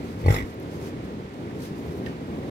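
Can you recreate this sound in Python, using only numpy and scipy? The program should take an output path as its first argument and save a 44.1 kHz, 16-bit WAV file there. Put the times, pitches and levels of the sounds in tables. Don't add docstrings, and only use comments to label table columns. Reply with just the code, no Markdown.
import sys
import numpy as np
from scipy import signal
from scipy.fft import rfft, irfft, next_fast_len
from scipy.io import wavfile
from scipy.ndimage import uniform_filter1d, map_coordinates

SR = 44100
rng = np.random.default_rng(int(sys.argv[2]) if len(sys.argv) > 2 else 0)


def log_audio(samples):
    frames = np.atleast_2d(samples).T
    limited = np.clip(frames, -1, 1)
    pcm = np.round(limited * 32767).astype(np.int16)
    wavfile.write(sys.argv[1], SR, pcm)


def to_linear_factor(level_db):
    exponent = np.asarray(level_db, float) / 20
    return 10 ** exponent


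N = 110250
TOP_HZ = 15850
SIDES = np.array([[.5], [-.5]])

# f/Hz, left-right level/dB
PORT_LEAN = [(60, 1.5), (400, -0.5), (1300, 0), (2400, -6), (3500, -5), (5000, -1.5), (8000, 2),
             (10000, 6.5), (12000, 4.5), (15000, 2)]


def unit(x):
    return x / np.sqrt(np.mean(x ** 2) + 1e-20)


def along(points, hz):
    f, v = np.transpose(points)
    return np.interp(np.log(hz + 1), np.log(f + 1), v)


def curves(rows):
    s, *cols = np.transpose(rows)
    return [np.interp(np.arange(N) / SR, s, c) for c in cols]


def wobble(rate):
    return map_coordinates(rng.standard_normal(400), [np.arange(N) * rate / SR])


def filtered(x, response):
    m = next_fast_len(N + SR // 2)
    out = x[..., :-513:-1] * np.linspace(1, 0, num=512)
    spectrum = rfft(np.concatenate([x, out], axis=-1), m)
    return irfft(spectrum * response(np.fft.rfftfreq(m, 1 / SR)), m)[..., :N]


def tube(peaks):
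    return lambda f: sum(to_linear_factor(db) * 1j * f * w / (c * c - f * f + 1j * f * w) for c, w, db in peaks)


def ports(lean, lead=None):
    # f/Hz, phase/rad
    usual_lead = [(0, 0), (260, .4), (780, 1.2), (1100, 3.2), (1640, 3.9), (2150, 6.4), (16000, 51.)]
    hz_knots, phase_knots = np.transpose(usual_lead if lead is None else lead)

    def response(hz):
        phase = np.exp(1j * SIDES * np.interp(hz, hz_knots, phase_knots))
        return to_linear_factor(SIDES * along(lean, hz)) * phase * (hz < TOP_HZ)
    return response


def rush(spectrum, alike, patchy_db):
    z = signal.stft(rng.standard_normal((2, N)), nperseg=512)[2]
    field = uniform_filter1d(rng.standard_normal(z.shape[1:]), 5, 0)
    field = uniform_filter1d(field, 6, 1)
    pair = signal.istft(z * to_linear_factor(patchy_db * unit(field)), nperseg=512)[1][:, :N]

    def mid_side(hz):
        turn = np.arccos(np.clip(along(alike, hz), -1, 1)) / 2
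        return to_linear_factor(along(spectrum, hz)) * [np.cos(turn), np.sin(turn)]
    mid, side = filtered(pair, mid_side)
    return unit(np.array([mid + side, mid - side]))


def stream():
    # t/s, level/dB
    strength = [(0, -35), (.2, -33.5), (.4, -32.5), (.5, -37.5), (.65, -33), (.9, -37), (1, -35),
                (1.22, -35), (1.29, -38.5), (1.42, -34.5), (1.55, -36.5), (1.7, -33.5), (1.85, -35),
                (2.02, -32.5), (2.2, -33), (2.33, -34), (2.42, -34), (2.5, -28.5)]
    # f/Hz, density level/dB per Hz
    roar_spectrum = [(25, -43), (60, -8), (90, -3), (230, -2.5), (430, -6), (600, -15), (1000, -23),
                     (2500, -51.5)]
    fizz_spectrum = [(400, -14.5), (900, -7), (1400, -5.5), (2300, -11), (4200, -17.5), (7000, -25.5),
                     (10000, -34), (15800, -60)]
    # f/Hz, likeness
    likeness = [(60, .99), (250, .97), (500, .8), (850, .2), (1450, .65), (1900, .28), (2400, .3),
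                (4000, .05)]
    strength_db, = curves(strength)
    lumps = to_linear_factor(0.53 * wobble(39.74) + wobble(9.34))
    roar = to_linear_factor(strength_db + 1) * unit(lumps * rush(roar_spectrum, likeness, patchy_db=1.0))
    swing_db = .3 * (strength_db - strength_db.mean())
    fizz_db = -49 + swing_db + 0.51 * wobble(12.61)
    fizz = to_linear_factor(fizz_db) * rush(fizz_spectrum, likeness, patchy_db=0.1)
    return filtered(roar + fizz, ports(PORT_LEAN))


def rustle():
    # centre t/s, length/s, level/dB, left-right level/dB
    strokes = [(0.085, 0.16, -55.5, -1.5), (0.633, 0.033, -63, 10), (0.744, 0.1, -54, -1),
               (0.832, 0.061, -51.5, 1), (0.883, 0.06, -51.5, 0), (1.052, 0.025, -61, 9),
               (0.214, 0.063, -54, 0), (0.483, 0.089, -56, 4), (1.342, .012, -56, 7), (1.563, .03, -63, 3),
               (1.725, 0.014, -62, 0), (1.644, 0.098, -47, 0), (1.787, 0.095, -57.5, 3),
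               (1.908, 0.12, -56.5, -3), (1.98, 0.044, -63, 15), (2.068, 0.11, -87, -26),
               (2.275, .02, -63, -5)]
    # f/Hz, density level/dB per Hz
    wool_spectrum = [(1500, 1), (3000, -1), (5000, 1), (8000, -4.5), (10500, -8), (13000, -4), (15800, -14)]
    t = np.arange(N) / SR
    swell = sum(to_linear_factor(db + pan * SIDES) * np.exp(-(2 * (t - s) / length) ** 2)
                for s, length, db, pan in strokes)
    grains = to_linear_factor(1.4 * wobble(140))
    return filtered(swell * grains * rush(wool_spectrum, [(3000, 0.034)], patchy_db=1.5), ports(PORT_LEAN))


def grunt():
    # t/s, rate/Hz
    flap_rate = [(.2383, 44.4), (.283, 44.4), (.295, 48), (.313, 55), (.333, 51), (.35, 50), (.41, 50),
                 (.43, 43), (.462, 30)]
    # t/s, flap level/dB, ring level/dB, hum level/dB, breath level/dB
    effort = [(.222, -81, -60, -52, -41), (.24, -46, -38, -28, -40), (.262, -17, -28, -15.5, -37),
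              (.285, -13.5, -8, -12.5, -35), (.313, -20, -16, -11.5, -28), (.324, -24.5, -27, -23, -39),
              (.343, -23, -19.5, -24.5, -32), (.412, -38, -19, -38.5, -32.5), (.445, -70, -45, -43, -52)]
    # t/s, rate/Hz
    flutter_rate = [(.236, 66), (.285, 66), (.3765, 39), (.415, 67), (.462, 64)]
    # t/s, peak level/dB
    flutter_level = [(.232, -50), (.255, -25), (.31, -25), (.345, -28), (.4, -38), (.44, -27), (.465, -55)]
    # multiple of the flap rate, level/dB, phase/turns
    partials = [(2, 0, -0.13), (3, -9, -.2)]
    # f/Hz, width/Hz, level/dB
    chest_modes = [(317, 260, -3), (449, 84, 1.5), (822.5, 31, 3.5)]
    nose_modes = [(380, 54, -13), (1080, 360, -1), (1650, 44, -2), (1920, 334, 3.5), (2174, 117, -5),
                  (2400, 100, -14.5), (3416, 100, -5), (3880, 34, -21.5), (4400, 120, -10),
                  (5000, 140, -9.5), (5770, 120, -16), (6700, 73, -27), (7180, 59, -12), (14500, 610, -14)]
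    main_mode = [(1977, 98, 28)]
    # f/Hz, width/Hz, level over the hiss/dB
    whistles = [(3460, 110, 8), (3820, 100, 4), (5150, 130, 8), (7170, 130, 8)]
    # f/Hz, width/Hz
    sinuses = [(4420, 170), (4870, 200), (6560, 120)]
    # f/Hz, density level/dB per Hz
    snort_spectrum = [(1500, -0.5), (2500, -6.5), (5000, -15.5), (9000, -16.5), (12000, -16), (14500, -11),
                      (15800, -37)]
    # f/Hz, left-right level/dB
    grunt_lean = [(60, 1.5), (450, 1.5), (850, -5), (1180, 6), (1950, -8), (2450, 2), (3420, -9), (3850, 2),
                  (5170, -6), (7200, 3), (15000, 4.5)]
    # f/Hz, phase/rad
    grunt_lead = [(0, 0), (260, .4), (600, .75), (780, 1.3), (960, 2.8), (1640, 3.3), (1980, 4.6),
                  (2150, 6.5), (16000, 51.)]

    t = np.arange(N) / SR
    start, stop = flap_rate[0][0], flap_rate[-1][0]
    rate, = curves(flap_rate)
    flap_db, ring_db, hum_db, breath_db = curves(effort)
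    cycle = np.cumsum(rate * ((t >= start) & (t < stop))) / SR
    since = cycle % 1 / rate
    fade = np.clip((stop - .008 - t) / .01, 0, 1) * np.clip((t - start) / .004, 0, 1)

    flaps = np.diff(np.ceil(cycle), prepend=0)
    thump = filtered(-flaps * to_linear_factor(flap_db), lambda f: 80 * tube(chest_modes)(f) / (1 + 1j * f / 1200) ** 3)
    rebounds = np.diff(np.ceil(cycle + .5), prepend=1) * (t > .315) * to_linear_factor(-4)
    ring = filtered((flaps - rebounds) * to_linear_factor(ring_db),
                    lambda f: tube(main_mode)(f) * tube([(2000, 500, 0)])(f))

    tones = sum(to_linear_factor(db) * np.sin(2 * np.pi * (k * cycle + turns)) for k, db, turns in partials)
    hum = fade * to_linear_factor(hum_db) * tones
    beat = np.cumsum(curves(flutter_rate)[0] * (t >= flutter_rate[0][0])) / SR
    flutter = -fade * to_linear_factor(curves(flutter_level)[0]) * np.cos(2 * np.pi * beat)

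    puff_s, puff_rise_s = 0.0097, 0.0013
    puffs = np.exp(-since / puff_s) * (1 - np.exp(-since / puff_rise_s))
    air = to_linear_factor(breath_db) * (0.14 + puffs) * to_linear_factor(3.5 * wobble(90)) * rng.standard_normal(N)
    nose = filtered(to_linear_factor(10) * air, lambda f: tube(nose_modes)(f) * np.abs(tube(nose_modes)(f)) ** .5)

    blow_s, half_length_s = .338, .054
    blow = to_linear_factor(-34.5) * np.exp(-((t - blow_s) / half_length_s) ** 2) * (0.65 + puffs)
    hiss = blow * rush(snort_spectrum, [(3000, 0.35), (9000, 0.085)], patchy_db=3.0)
    hiss = filtered(hiss, lambda f: 1 + tube(whistles)(f))

    gaps = lambda f: np.prod([1 - tube([(c, w, 0)])(f) for c, w in sinuses], axis=0)
    breath = filtered(nose + hiss, gaps)
    return filtered(thump + ring + hum + flutter + breath, ports(grunt_lean, grunt_lead))


def ticks(rows):
    lag_s, rise_share = 0.00066, .04
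    out, t = np.zeros((2, N + SR)), np.arange(SR // 8) / SR
    for s, db, hz, t60, pan in rows:
        rise = 1 - np.exp(-t / (rise_share * t60))
        rough = 1 + .12 * rng.standard_normal(len(t))
        ring = np.sin(2 * np.pi * hz * t) * to_linear_factor(-60 * t / t60) * rise * rough
        out[0, round(s * SR):][:len(t)] += to_linear_factor(db + pan / 2) * ring
        out[1, round((s + lag_s) * SR):][:len(t)] += to_linear_factor(db - pan / 2) * ring
    return out[:, :N]


def nostril_rings():
    # t/s, peak level/dB, f/Hz, t60/s, left-right level/dB
    rings = [(.2605, -36.5, 4380, 0.047, -6), (.263, -44, 9200, .025, 11), (0.284, -43, 7250, 0.027, 6),
             (.304, -31, 3400, .025, -2), (.305, -34, 5180, 0.017, -12), (.342, -27, 3870, 0.029, 3),
             (0.26, -31, 1140, 0.027, 11), (.284, -34.5, 2590, .025, 0), (.305, -37, 6300, .02, -9),
             (.322, -41, 7100, .025, 8), (.343, -34, 6920, .03, 5), (.343, -32, 5280, 0.032, 1)]
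    return filtered(ticks(rings), lambda f: f < TOP_HZ)


def bead_cracks():
    # t/s, peak level/dB, f/Hz, t60/s, left-right level/dB
    cracks = [
        (0.6, -33.5, 12000, 0.0014, 14),
        (.5425, -38, 14700, .002, 14),
    ]
    return ticks(cracks)


def beads_and_hoof():
    # t/s, peak level/dB, f/Hz, t60/s, left-right level/dB
    taps = [(.545, -56, 12900, 0.014, 13), (1.342, -58, 12500, .003, 4.5), (1.506, -38, 1770, 0.024, -1),
            (1.861, -58, 13700, .05, -15), (1.861, -52, 14100, 0.053, -1), (1.902, -59, 11500, .04, -2.5),
            (1.935, -77, 14100, .05, 7), (2.04, -59, 14900, .03, -10), (2.062, -49, 3170, 0.035, -12),
            (2.062, -48, 4800, .025, -13), (2.065, -49, 3940, .025, -3), (2.065, -32, 1830, 0.052, -15),
            (2.07, -41, 1590, 0.044, -5), (2.069, -46, 5940, .015, 0), (2.077, -47, 1890, 0.044, -14),
            (1.78, -64, 14300, .04, -14.5), (2.275, -72, 14200, .015, -22)]
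    return filtered(ticks(taps), lambda f: f < TOP_HZ)


def scuff():
    # t/s, length/s, level/dB
    presses = [
        (2.062, 0.022, -41),
        (2.08, .02, -59),
    ]
    # f/Hz, density level/dB per Hz
    grit_spectrum = [(700, -30), (1500, -1), (2500, 6), (4500, -6), (7000, -15.5), (15000, -26)]
    t = np.arange(N) / SR
    press = sum(to_linear_factor(db) * (t > s) * np.exp(-np.abs(t - s) / length) for s, length, db in presses)
    crunch = to_linear_factor(4.0 * wobble(130)) * rush(grit_spectrum, [(3000, 0.32)], patchy_db=-2.5)
    return filtered(press * crunch, ports([(1000, 1), (8000, 0)]))


def pen(x):
    # f/Hz, t60/s
    decay = [(200, .15), (2000, .12), (10000, .07)]
    hz, t, z = signal.stft(rng.standard_normal((2, SR // 2)), SR, nperseg=256)
    tail = signal.istft(z * to_linear_factor(-60 * t / along(decay, hz)[:, None]), SR, nperseg=256)[1]
    tail = tail / np.linalg.norm(tail[0])
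    late = np.pad(x, ((0, 0), (300, 0)))
    return signal.fftconvolve(late, tail, axes=1)[:, :N]


def scene():
    near = grunt() + nostril_rings() + bead_cracks() + beads_and_hoof() + scuff()
    walls = pen(filtered(near, lambda f: (1j * f / (400 + 1j * f)) ** 2))
    return near + to_linear_factor(-13) * walls + stream() + rustle()


def band_limit(x):
    return signal.sosfilt(signal.butter(12, 16650, fs=SR, output="sos"), x)


def record(dry):
    close = np.sin(np.pi / 2 * np.clip(np.arange(N, 0, -1) / (.005 * SR), 0, 1)) ** 2
    return band_limit(dry * close)


dry = scene()
out = record(dry)
log_audio(out)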